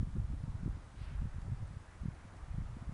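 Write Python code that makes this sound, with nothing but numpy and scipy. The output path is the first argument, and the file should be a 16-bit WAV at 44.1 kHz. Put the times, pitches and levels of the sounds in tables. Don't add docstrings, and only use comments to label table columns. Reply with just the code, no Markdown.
import sys
import numpy as np
from scipy import signal
from scipy.fft import rfft, irfft
from scipy.io import wavfile
from scipy.ndimage import uniform_filter1d, map_coordinates

SR = 44100
rng = np.random.default_rng(int(sys.argv[2]) if len(sys.argv) > 2 else 0)


def store_pcm(level_fs):
    pcm = np.round(np.clip(level_fs, -1, 1) * 32767).astype(np.int16)
    wavfile.write(sys.argv[1], SR, np.atleast_2d(pcm).T)


def invert_db(level):
    return 10 ** (np.asarray(level, dtype=float) / 20)


N = 129213

# t/s, level before trim/dB, median f/Hz
STREAM = [(0, -33.5, 72), (.1, -43, 74), (.2, -44, 67), (.4, -46.5, 64), (.62, -44.5, 67.6),
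          (.74, -48.5, 85), (.82, -55.5, 93), (.96, -55, 87), (1.07, -50.5, 58.5), (1.18, -43.5, 60.7),
          (1.3, -47, 64), (1.42, -48.5, 73), (1.58, -47.5, 76), (1.72, -51, 90), (1.85, -61, 89),
          (1.96, -58.5, 95), (2.1, -54, 62), (2.3, -60, 51.7), (2.45, -57.5, 50), (2.62, -46, 60.6),
          (2.75, -57, 53), (2.93, -50.5, 61.6)]

WIDTH_CYCLES = 0.28
POINTED = 1.28
LEAN_RAD = 0.88
SHOVE = 0.1


def unit(x):
    return x / np.sqrt(np.mean(x ** 2) + 1e-20)


def curves(rows):
    s, *columns = np.transpose(rows)
    t = np.arange(N) / SR
    return [np.interp(t, s, column) for column in columns]


def wobble(knots_per_s):
    knots = rng.standard_normal(int(N * knots_per_s / SR) + 4)
    return map_coordinates(knots, [np.arange(N) * knots_per_s / SR])


def rush(spectrum, patchy_db):
    z = signal.stft(rng.standard_normal(N + SR), nperseg=512)[2]
    field = uniform_filter1d(rng.standard_normal(z.shape), size=6, axis=0)
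    field = uniform_filter1d(field, size=12, axis=1)
    patchy = signal.istft(z * invert_db(patchy_db * unit(field)), nperseg=512)[1][:N + SR]
    f, db = np.transpose(spectrum)
    hz = np.fft.rfftfreq(len(patchy), 1 / SR)
    gain = invert_db(np.interp(np.log(hz + 1), np.log(f + 1), db))
    return unit(irfft(rfft(patchy) * gain, len(patchy))[:N])


def preamp_hiss():
    # f/Hz, relative density/dB per Hz
    hiss_spectrum = [(300, -120), (1200, 5), (3000, 1.5), (5000, 0), (7000, -1.5), (10000, -3),
                     (10600, -6.5), (11000, -14), (11030, -120)]
    return invert_db(-71) * rush(hiss_spectrum, patchy_db=0.64)


def far_traffic():
    # f/Hz, relative density/dB per Hz
    roar_spectrum = [(120, -120), (200, -7), (300, -0.5), (420, -6), (600, -4.5), (900, -4.5), (1300, -5.5),
                     (1700, -11), (2200, -16.5), (2800, -23.5), (4000, -27), (6000, -120)]
    # t/s, level before trim/dB
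    roar_level = [(0, -64), (1.13, -62), (1.73, -63), (2.4, -62), (2.93, -61.5)]
    # f/Hz, relative density/dB per Hz
    edge_spectrum = [(1000, -53), (1500, -6.5), (1900, -2.5), (2400, -11.5), (3000, -17.5), (4000, -59)]
    # t/s, level/dB
    edge_level = [(0, -91), (.6, -80), (1.3, -73), (1.9, -73), (2.4, -72.5), (2.93, -73)]
    trim_db = 0.5
    [roar_db] = curves(roar_level)
    [edge_db] = curves(edge_level)
    roar = invert_db(roar_db + trim_db + 0.27 * wobble(5.6)) * rush(roar_spectrum, patchy_db=0.84)
    return roar + invert_db(edge_db) * rush(edge_spectrum, patchy_db=3.0)


def swish():
    # f/Hz, relative density/dB per Hz
    bright_spectrum = [(900, -60), (1800, -5), (2600, -2), (3500, 0), (4800, -2), (6000, -12), (9000, -60)]
    # f/Hz, relative density/dB per Hz
    low_spectrum = [(500, -60), (1000, -5), (2100, 0), (3000, -3), (4500, -24)]
    start_s, rise_s, hold_s, fall_s = .99, .022, .04, .08
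    low_delay_s, low_db, level_db = .03, 3.5, -69.5

    def swell(t):
        rise = np.minimum(t, 0) / rise_s
        fall = np.maximum(t - hold_s, 0) / fall_s
        return np.exp(-.5 * rise ** 2 - .5 * fall ** 2)

    t = np.arange(N) / SR - start_s
    bright = invert_db(1.5 * wobble(40)) * swell(t) * rush(bright_spectrum, patchy_db=1.5)
    low = swell(t - low_delay_s) * rush(low_spectrum, patchy_db=1.1)
    return invert_db(level_db) * (bright + invert_db(low_db) * low)


def whirligig():
    # t/s, gain/dB
    ticks = [(1.4165, -59), (2.368, -65), (1.694, -67)]
    # f/Hz, mean relative level/dB, t60/s
    joint = [(2100, -4, .01), (3500, -4, .01), (4800, -2, .009), (5500, -2, .008), (6400, -4, .008),
             (7300, -3, .009), (8000, -4, .009), (8900, -7, .007)]
    squeak_s, squeak_hz, squeak_db, squeak_width_s = 1.675, 8180, -70, .0033
    out = np.zeros(N)
    t = np.arange(SR // 20) / SR
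    onset = 1 - np.exp(-t / 0.00016)
    for s, db in ticks:
        ring = np.zeros(len(t))
        for hz, level_db, t60_s in joint:
            decay = invert_db(level_db + rng.normal(0, 1.5) - 60 * t / t60_s)
            ring += decay * np.sin(2 * np.pi * hz * t)
        out[round(s * SR):][:len(t)] += invert_db(db) * ring * onset
    t = np.arange(N) / SR - squeak_s
    bell = np.exp(-.5 * (t / squeak_width_s) ** 2)
    return out + invert_db(squeak_db) * bell * np.sin(2 * np.pi * squeak_hz * t)


def slow_sway():
    # f/Hz, relative density/dB per Hz
    sway_spectrum = [(8, -120), (16, -17), (28, -5.5), (42, -4), (70, -7.5), (130, -12), (190, -21.5),
                     (300, -33), (500, -120)]
    stream_db, _ = curves(STREAM)
    level_db = -49.5 + 0.53 * (stream_db - stream_db.mean()) + 2.78 * wobble(9)
    return invert_db(level_db) * rush(sway_spectrum, patchy_db=1.5)


def pushes(s, db, hz, lean_rad):
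    hop = 8
    lead = SR // hop * hop
    offsets = np.arange(-SR // 20, SR // 20, hop)
    at = np.round(s * SR / hop).astype(int)[:, None] * hop + offsets
    cycles = (at / SR - s[:, None]) * hz[:, None]
    bell = np.exp(-.5 * np.abs(cycles / WIDTH_CYCLES) ** POINTED)
    cycle = np.cos(2 * np.pi * cycles - lean_rad[:, None])
    one_way = SHOVE * np.cos(lean_rad)[:, None]
    wave = invert_db(db)[:, None] * bell * (cycle + one_way)
    coarse = np.bincount(((at + lead) // hop).ravel(), wave.ravel(), (N + 3 * SR) // hop)
    return signal.resample_poly(coarse, hop, 1)[lead:][:N]


def small_eddies():
    eddies_per_s, trim_db = 120, 1
    size_spread_db, pitch_spread, lean_scatter_rad = 4.5, 0.39, 1.3
    count = int(eddies_per_s * N / SR)
    s = rng.uniform(0, (N - 1) / SR, count)
    size, pitch, lean = rng.standard_normal((count, 3)).T
    stream_db, median_hz = curves(STREAM)
    hz = median_hz[(s * SR).astype(int)] * np.exp(pitch_spread * pitch)
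    hz = np.clip(hz, 25, 400)
    stream = unit(pushes(s, size_spread_db * size, hz, LEAN_RAD + lean_scatter_rad * lean))
    return invert_db(stream_db + trim_db) * stream


def listed_eddies():
    # t/s, pulse level/dB, f/Hz
    thumps = [(0.006, -23, 71), (0.01, -33.5, 186), (0.021, -51, 52), (0.027, -30, 101),
              (0.031, -29.5, 118), (0.048, -38, 66.5), (0.074, -37.5, 155), (0.156, -29, 142),
              (0.136, -45, 150), (0.166, -36, 252), (0.172, -36.5, 240), (0.18, -36.5, 176),
              (0.185, -28, 79), (0.2, -30.5, 128), (0.223, -43, 90), (0.232, -38.5, 81), (0.241, -42, 111),
              (0.253, -31.5, 57.6), (0.304, -35, 136), (0.315, -33, 93.5), (0.334, -40, 237),
              (0.338, -40.5, 236), (0.345, -35, 79.4), (0.378, -34, 79), (0.41, -34, 85), (0.421, -43, 112),
              (0.439, -29.5, 128), (0.482, -33.5, 165), (0.49, -32.5, 87), (0.555, -30, 104),
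              (0.596, -40, 138), (0.634, -30, 137), (0.661, -30, 189), (0.667, -28, 147),
              (0.679, -29.5, 226), (0.697, -33.5, 90), (0.73, -36, 112), (1.017, -32.5, 98),
              (1.037, -35.5, 55.7), (1.116, -36, 120), (1.138, -37.5, 84), (1.22, -29.5, 129),
              (1.229, -37.5, 185), (1.247, -30.5, 79), (1.256, -31, 146), (1.273, -32.5, 88),
              (1.363, -32.5, 77), (1.385, -39.5, 155), (1.457, -36, 98), (1.468, -36, 129),
              (1.48, -32.5, 109), (1.499, -31.5, 109), (1.522, -26.0, 103.3), (1.531, -34, 137),
              (1.546, -36.5, 118), (1.574, -38.5, 80), (1.605, -39.5, 138), (1.615, -38, 113),
              (1.631, -33, 100), (1.686, -45, 102), (1.714, -44, 148), (1.738, -42, 140), (1.77, -34, 93.5),
              (2.019, -34, 64.6), (2.036, -36.5, 165), (2.058, -26, 152), (2.086, -27.5, 123),
              (2.255, -43, 160), (2.438, -37, 49.4), (2.485, -42, 109), (2.512, -31, 58), (2.546, -34, 120),
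              (2.585, -26, 129), (2.609, -33, 89.5), (2.62, -38, 163), (2.656, -47.5, 90),
              (2.706, -37, 120), (2.732, -36, 87.5), (2.77, -35.5, 200), (2.818, -35, 86.5),
              (2.826, -37.5, 177), (2.882, -32.5, 56.7), (2.895, -32.5, 149), (2.925, -35.5, 137)]
    lean_scatter_rad = 0.32
    s, db, hz = np.transpose(thumps)
    lean_rad = LEAN_RAD + lean_scatter_rad * rng.standard_normal(len(s))
    return pushes(s, db, hz, lean_rad)


def scene():
    wind = slow_sway() + small_eddies() + listed_eddies()
    return (far_traffic() + swish() + whirligig() + wind)[None]


def roll_off(x):
    return signal.sosfilt(signal.butter(12, 11100, fs=SR, output="sos"), x)


def record(dry):
    mix = dry + preamp_hiss()
    return roll_off(mix)


dry = scene()
out = record(dry)
store_pcm(out)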